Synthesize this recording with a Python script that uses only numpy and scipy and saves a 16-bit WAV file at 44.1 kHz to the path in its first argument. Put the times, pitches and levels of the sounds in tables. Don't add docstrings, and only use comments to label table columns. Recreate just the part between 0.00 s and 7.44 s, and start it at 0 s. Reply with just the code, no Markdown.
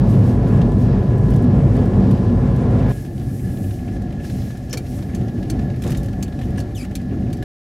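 import sys
import numpy as np
from scipy import signal
from scipy.fft import rfft, irfft, next_fast_len
from scipy.io import wavfile
from scipy.ndimage import uniform_filter1d

SR = 44100
rng = np.random.default_rng(int(sys.argv[2]) if len(sys.argv) > 2 else 0)


def int16_out(signal):
    q = np.round(np.clip(np.atleast_2d(signal).T, -1, 1) * 32767)
    wavfile.write(sys.argv[1], SR, q.astype(np.int16))


N = 328086
T = np.arange(N) / SR
SIZE = next_fast_len(N)
HZ = np.fft.rfftfreq(SIZE, 1 / SR) + 1e-9
JUMP_S, JUMP_FADE_S = 2.919, .0008


def undb(db):
    return 10 ** (np.asarray(db) / 20)


def unit(x):
    return x / np.sqrt(np.mean(x ** 2))


def shape(table):
    hz, db = np.transpose(table)
    return undb(np.interp(np.log(HZ), np.log(hz), db))


def walk(rate):
    hold = int(SR / rate)
    levels = np.repeat(rng.standard_normal(N // hold + 1), hold)
    return 1.15 * uniform_filter1d(uniform_filter1d(levels, hold), hold)[:N]


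def noise(gain, flicker_db, rate):
    spec = rfft(rng.standard_normal((2, SIZE))) * gain
    out = 0
    for k in range(5, 15):
        octave = np.cos(np.pi / 2 * np.clip(np.log2(HZ) - k, -1, 1)) ** 2
        if np.max(octave * gain) > 1e-3 * np.max(gain):
            band = irfft(spec * octave, SIZE)[:, :N]
            out = out + band * undb(flicker_db * walk(rate))
    return unit(out)


def tone(hz, db, waver_db):
    phase = 2 * np.pi * np.cumsum(hz * np.ones(N)) / SR
    return np.sqrt(2) * undb(db + waver_db * walk(12)) * np.sin(phase)


def burst(s, db, lo_hz, hi_hz, t60, rise):
    t = T[:SR // 10]
    sos = signal.butter(2, [lo_hz, hi_hz], "band", fs=SR, output="sos")
    puff = unit(signal.sosfilt(sos, rng.standard_normal((2, len(t)))))
    decay = 1000. ** (-t / t60)
    return int(s * SR), undb(db) * puff * decay * np.minimum(t / rise, 1)


def ring(modes, scatter_db):
    t = T[:SR // 12]
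    out = 0
    for hz, db, t60 in modes:
        a, b, c = rng.standard_normal(3)
        sine = np.sin(2 * np.pi * hz * (1 + .025 * b) * t + np.pi * c)
        out = out + undb(db + scatter_db * a) * 1000. ** (-t / t60) * sine
    return out


def add(out, start, sound):
    out[..., start:start + sound.shape[-1]] += sound[..., :N - start]


# frequency in Hz, relative density in dB per Hz.
RUMBLE_FAST = [(20, -27), (35, -30), (48, -11), (75, -10.5), (120, -3.5), (165, -10.5), (230, -11),
               (300, -16.5), (450, -21)]
RUMBLE_SLOW = [(20, -26), (35, -13), (48, -7.5), (75, -5.5), (120, -5.5), (165, -11), (230, -11),
               (300, -12), (450, -23)]
# frequency in Hz, relative density in dB per Hz.
CRUNCH_FAST = [(210, -41), (350, -3.5), (537, -4), (623, -8.5), (722, -11.5), (929, -16), (1030, -19.5),
               (1160, -21.5), (1560, -24.5), (1700, -22), (2060, -27.5), (12000, -54), (15600, -84),
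               (22000, -120)]
CRUNCH_SLOW = [(210, -62), (350, -13.5), (491, -7), (578, 0), (639, -8), (742, -4.5), (954, -21.5),
               (1290, -22.5), (1410, -20.5), (1560, -25), (1700, -14.5), (2210, -25), (7000, -37),
               (9100, -69), (15400, -120)]
# frequency in Hz, width in Hz, lift in dB.
CABIN_MODES = [(53.4, 22, 4), (102.3, 15.4, 4.5), (134.2, 31, 5), (193.6, 15.2, 9), (244.6, 22, 7.5),
               (353.4, 18, 2.5), (561, 35, 2.5), (720, 150, 6), (1090, 165, 6), (1396, 86, 4.5)]


def road(rumble, crunch, rumble_db, crunch_db):
    lift_db = sum(db / (1 + (2 * (HZ - hz) / width) ** 2) for hz, width, db in CABIN_MODES)
    cabin = undb(lift_db)
    low = noise(shape(rumble + [(900, -61)]) * cabin, flicker_db=1.0, rate=6)
    high = noise(shape(crunch) * cabin, flicker_db=1.0, rate=17)
    return undb(rumble_db) * low + undb(crunch_db) * high


# time in seconds, rumble in dB, snow crunch in dB.
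ROAD_LEVELS = [
    [(0, -12.5, -29.5), (1.5, -11.5, -30), (2.3, -13, -29.5), (2.919, -14, -27.5)],
    [(2.92, -24, -45), (3.5, -24, -44), (4.1, -25, -44), (4.3, -21, -40.5), (4.6, -27, -44),
     (5.15, -20.5, -40), (5.4, -22, -40.5), (5.9, -19.5, -40), (6.2, -24.5, -42), (6.5, -21, -40),
     (6.8, -25, -43.5), (7.15, -20.5, -41.5), (7.44, -22.5, -42.5)],
]
ROAD_BUMPS_DB, ROAD_BUMPS_PER_S = 1.64, 12


def tyres():
    s, *columns = np.transpose(ROAD_LEVELS[0] + ROAD_LEVELS[1])
    bumps_db = ROAD_BUMPS_DB * walk(ROAD_BUMPS_PER_S)
    rumble_db, crunch_db = (np.interp(T, s, column) + bumps_db for column in columns)
    over = np.clip((T - JUMP_S) / JUMP_FADE_S, 0, 1)
    fast = road(RUMBLE_FAST, CRUNCH_FAST, rumble_db, crunch_db)
    slow = road(RUMBLE_SLOW, CRUNCH_SLOW, rumble_db, crunch_db)
    return (1 - over) * fast + over * slow


def snow_crunches():
    out = np.zeros((2, N))
    for a, b, c in rng.random((320, 3)):
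        lo_hz, hi_hz = 800 * 3.5 ** c, 1900 * 1.96 ** c
        add(out, *burst(a * T[-1], -60 + 14 * b ** 2, lo_hz, hi_hz, t60=0.089, rise=0.0016))
    return out


# time in seconds, firing rate in Hz, level in dB.
ENGINE = [(0, 50, -25), (1.5, 51.5, -25.5), (2.92, 52.9, -24.5)]
# time in seconds, frequency in Hz, level in dB.
WHINE = [(0, 1000, -52), (.25, 993, -45.5), (2, 1013, -47), (2.92, 1017, -44.5)]


def drive():
    out = 0
    for table in (ENGINE, WHINE):
        s, hz, db = np.transpose(table)
        out = out + tone(np.interp(T, s, hz), np.interp(T, s, db), waver_db=1.5)
    return out * np.clip((JUMP_S - T) / JUMP_FADE_S, 0, 1)


# frequency in Hz, relative level in dB, 60 dB decay time in seconds.
RELAY_MODES = [(2357, -4.5, 0.076), (3120, -9, 0.085), (4310, -7, 0.068), (4500, 0, 0.078),
               (6150, -6, 0.071), (6500, 2, 0.036), (7240, -6, 0.07), (9394, -34, 0.082),
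               (10470, -27, 0.042), (11500, -30, 0.1)]
# time in seconds, crack level in dB.
LATCH = [(4.6954, -44), (4.7284, -27)]
RELAY_FIRST_S, RELAY_PERIOD_S, RELAY_CLOSED_S, RELAY_BLINKS = 4.7725, .7268, .3757, 4
RELAY_CLOSE_DB, RELAY_OPEN_DB = -29.5, -37
RELAY_RING_DB = -11.5


def relay_blows():
    closes = RELAY_FIRST_S + RELAY_PERIOD_S * np.arange(RELAY_BLINKS)
    closing = [(s, RELAY_CLOSE_DB) for s in closes]
    opening = [(s + RELAY_CLOSED_S, RELAY_OPEN_DB) for s in closes]
    return LATCH + closing + opening


def relay():
    out = np.zeros((2, N))
    for s, db in relay_blows():
        add(out, *burst(s, db, lo_hz=1260, hi_hz=10900, t60=0.063, rise=0.001))
        for lag, bounce_db in ((0, 1.5), (.003, -11), (.007, -6)):
            gain = undb(db + RELAY_RING_DB + bounce_db)
            add(out[0], int((s + lag) * SR), gain * ring(RELAY_MODES, scatter_db=5.0))
    return out


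# time in seconds, level in dB before decay.
STALK = [(4.708, -39), (4.729, -29)]


def stalk_spring():
    out = np.zeros((2, N))
    for s, db in STALK:
        add(out, *burst(s, db, lo_hz=5230, hi_hz=6160, t60=0.076, rise=.002))
    return out


# time in seconds, level in dB before decay.
THUMPS = [(4.73, -22.5), (5.845, -18), (5.875, -23), (5.92, -27), (5.949, -38)]


def dashboard_knocks():
    out = np.zeros((2, N))
    for s, db in THUMPS:
        start, puff = burst(s, db, lo_hz=100, hi_hz=414, t60=0.16, rise=0.0084)
        add(out[0], start, puff[0])
    return out


# time in seconds, level in dB before decay, treble relative to it in dB.
TICKS = [(0.6143, -34, -18), (1.303, -46, 0), (1.3364, -44, -5), (1.3603, -46, 2.5), (1.4398, -41, -11),
         (1.765, -47, -1.5), (1.855, -49, 0), (2.11, -41, -2), (3.178, -48, -12), (3.707, -41, -12),
         (4.105, -46, -20), (4.2486, -41, -14), (4.2987, -40, -8), (4.5037, -40.5, -13), (4.737, -31, -10),
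         (4.865, -43.5, -12), (5.024, -39.5, -19), (5.281, -40.5, -17), (5.4275, -38.5, -14),
         (5.591, -39, -15), (5.6999, -42.5, -20), (5.8202, -39, 1), (5.8371, -35, -6), (5.8642, -36, -7),
         (5.895, -39, -5), (5.904, -38.5, 3), (5.9183, -33, -4), (5.9476, -34, -18), (5.9714, -44.5, 7.5),
         (6.031, -44, 1.5), (6.0584, -48.5, 4), (6.084, -41, -10), (6.129, -43, -10), (6.2787, -44, -8),
         (6.323, -43, -18), (6.389, -39, -14), (6.414, -38.5, -13), (6.5806, -34.5, -22),
         (6.848, -39.5, -6), (7.425, -37, -9)]
# frequency in Hz, relative level in dB, 60 dB decay time in seconds.
TRIM_MODES = [(1110, -10, .03), (1706, 12.5, 0.038), (2380, -2, .03), (2890, -3.5, 0.03), (3780, -9.5, .03),
              (5750, -4, .035)]
TICK_T60_S, TRIM_RING_DB = 0.056, -13.5


def trim_ticks():
    out = np.zeros((2, N))
    faint = [(a * T[-1], -51 + 7 * b, -16 + 16 * c) for a, b, c in rng.random((40, 3))]
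    for s, db, treble_db in TICKS + faint:
        add(out, *burst(s, db, lo_hz=900, hi_hz=3880, t60=TICK_T60_S, rise=0.0026))
        add(out, *burst(s, db + treble_db, lo_hz=4600, hi_hz=13000, t60=TICK_T60_S, rise=0.0015))
        add(out[0], int(s * SR), undb(db + TRIM_RING_DB) * ring(TRIM_MODES, scatter_db=4))
    return out


# time in seconds, mean slip rate in Hz, level in dB that scales both stack and scrape.
SQUEAKS = [
    [(5.978, 3830, -52), (6.005, 3700, -56)],
    [(6.577, 2970, -49), (6.595, 2900, -45)],
    [(6.751, 3700, -50), (6.766, 3170, -45.5), (6.785, 2620, -42), (6.805, 2370, -45), (6.828, 2330, -45),
     (6.848, 2800, -52)],
]
SQUEAK_ORDERS = [-0.5, -3, -6, -7, -16]


def squeak(rows):
    s, hz, db = np.transpose(rows)
    rough_hz = np.interp(T, s, hz) * (1 + .045 * walk(1100))
    phase = 2 * np.pi * np.cumsum(rough_hz) / SR
    gate = np.interp(T, [s[0] - .004, s[0], s[-1], s[-1] + 0.012], [0, 1, 1, 0])
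    stack = 0
    for order, order_db in enumerate(SQUEAK_ORDERS, 1):
        stack = stack + undb(order_db + 3 * walk(90) + 4 * walk(450)) * np.sin(order * phase)
    sos = signal.butter(2, [2500, 11000], "band", fs=SR, output="sos")
    scrape = signal.sosfilt(sos, rng.standard_normal(N))
    return gate * undb(np.interp(T, s, db)) * (stack + 1.1 * scrape)


# frequency in Hz, relative density in dB per Hz.
CLOTH = [(1180, -24), (2000, 0.5), (3660, -5), (4090, -1), (4460, -3.5), (5440, -0.5), (8160, -5.5),
         (12000, -5.5), (15700, -17)]
# start, rise, hold and fall in seconds,
# gain in dB below 8 kHz, gain in dB above 8 kHz.
MOVEMENTS = [(0.066, 0.036, .01, 0.054, -47, -47), (.2, .08, .01, 0.088, -49, -48),
             (0.437, 0.036, .02, 0.04, -57, -53), (0.754, 0.067, .01, 0.062, -51, -52),
             (1.24, 0.062, .03, .12, -58, -58), (2.07, .04, .02, .07, -61, -60),
             (2.883, 0.012, 0.12, 0.091, -52, -46), (2.995, 0.37, 0.37, .07, -54.5, -46),
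             (3.72, 0.028, 0.21, .06, -55.5, -58), (4.202, 0.048, 0.22, 0.11, -48, -48.5),
             (4.836, 0.065, 0.057, 0.14, -50.5, -46.5), (5.8, 0.028, 0.082, .15, -47.5, -52),
             (6.343, 0.099, .02, .1, -56, -54)]
# time in seconds, gain in dB.
CLOTH_REST = [(0, -68.5), (2.9, -65), (4.1, -62.5), (4.7, -56.5), (6.1, -59.5), (7.44, -61.5)]
RUSTLE_FADE_DB = 12


def rustle():
    cloth = noise(shape(CLOTH), flicker_db=1.5, rate=45)
    top = irfft(rfft(cloth, SIZE) / (1 + (8000 / HZ) ** 6), SIZE)[:, :N]
    power = undb(np.interp(T, *np.transpose(CLOTH_REST))) ** 2
    for s, rise, hold, fall, *band_db in MOVEMENTS:
        before = (s + rise - T) / max(rise, .005)
        after = (T - s - rise - hold) / max(fall, .005)
        envelope = undb(-RUSTLE_FADE_DB * np.clip(np.maximum(before, after), 0, 9))
        power = power + np.outer(undb(band_db), envelope) ** 2
    return np.sqrt(power[0]) * (cloth - top) + np.sqrt(power[1]) * top


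# a fast then a slow triple of
# frequency in Hz, centre level in dB, side level in dB.
FAN_TONES = [((836.5, -50, -54), (834, -64, -61.5)), ((1674, -54, -69), (1660, -61, -91))]


def fan_motor():
    fast = T < JUMP_S
    mid, side = 0, 0
    for pair in FAN_TONES:
        hz, centre_db, side_db = (np.where(fast, a, b) for a, b in zip(*pair))
        mid = mid + tone(hz, centre_db, waver_db=4.0)
        side = side + tone(hz, side_db, waver_db=2.5)
    return mid, side


# centre frequency in Hz, width in Hz, level in dB.
FAN_AIR = (1722, 93, -57)


def fan_air():
    hz, width, db = FAN_AIR
    return undb(db) * noise(1 / (1 + (2 * (HZ - hz) / width) ** 4), flicker_db=4.0, rate=22)


# frequency in Hz, relative density in dB per Hz.
AIR = [(1500, -5), (3000, -2.5), (5000, -0.5), (7000, -8), (10000, -10), (12500, -17), (15800, -19)]
AIR_FAST_DB, AIR_SLOW_DB = -56, -63


def air_hiss():
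    level_db = np.where(T < JUMP_S, AIR_FAST_DB, AIR_SLOW_DB)
    return undb(level_db) * noise(shape([(800, -36.0)] + AIR), flicker_db=3.2, rate=20)


# frequency in Hz, side relative to mid in dB.
SIDE_GAIN = [(30, -26), (60, -36), (110, -32), (200, -30.5), (380, -21), (700, -12), (1290, -8),
             (2380, -3.5), (4400, -16.5), (6500, -42), (9000, -10.5), (15000, 4.5)]
LEFT_LEAN = .09


def scene():
    mid, side = tyres() + rustle() + air_hiss() + fan_air()
    tick_mid, tick_side = relay() + trim_ticks() + stalk_spring() + dashboard_knocks() + snow_crunches()
    rub = sum(squeak(rows) for rows in SQUEAKS)
    mid = mid + drive() + rub + tick_mid
    noise_side = rfft(side, SIZE) * shape(SIDE_GAIN)
    lean = rfft(mid, SIZE) * LEFT_LEAN / (1 + (900 / HZ) ** 4)
    side = irfft(noise_side + lean, SIZE)[:N]
    side = side + 0.16 * rub + 0.38 * tick_side
    fan_mid, fan_side = fan_motor()
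    mid, side = mid + fan_mid, side + fan_side
    return np.array([mid + side, mid - side])


TOP_HZ = 15800


def record(dry):
    rounded = .95 * np.tanh(dry / .95)
    return signal.sosfilt(signal.ellip(12, .2, 80, TOP_HZ, fs=SR, output="sos"), rounded)


dry = scene()
out = record(dry)
int16_out(out)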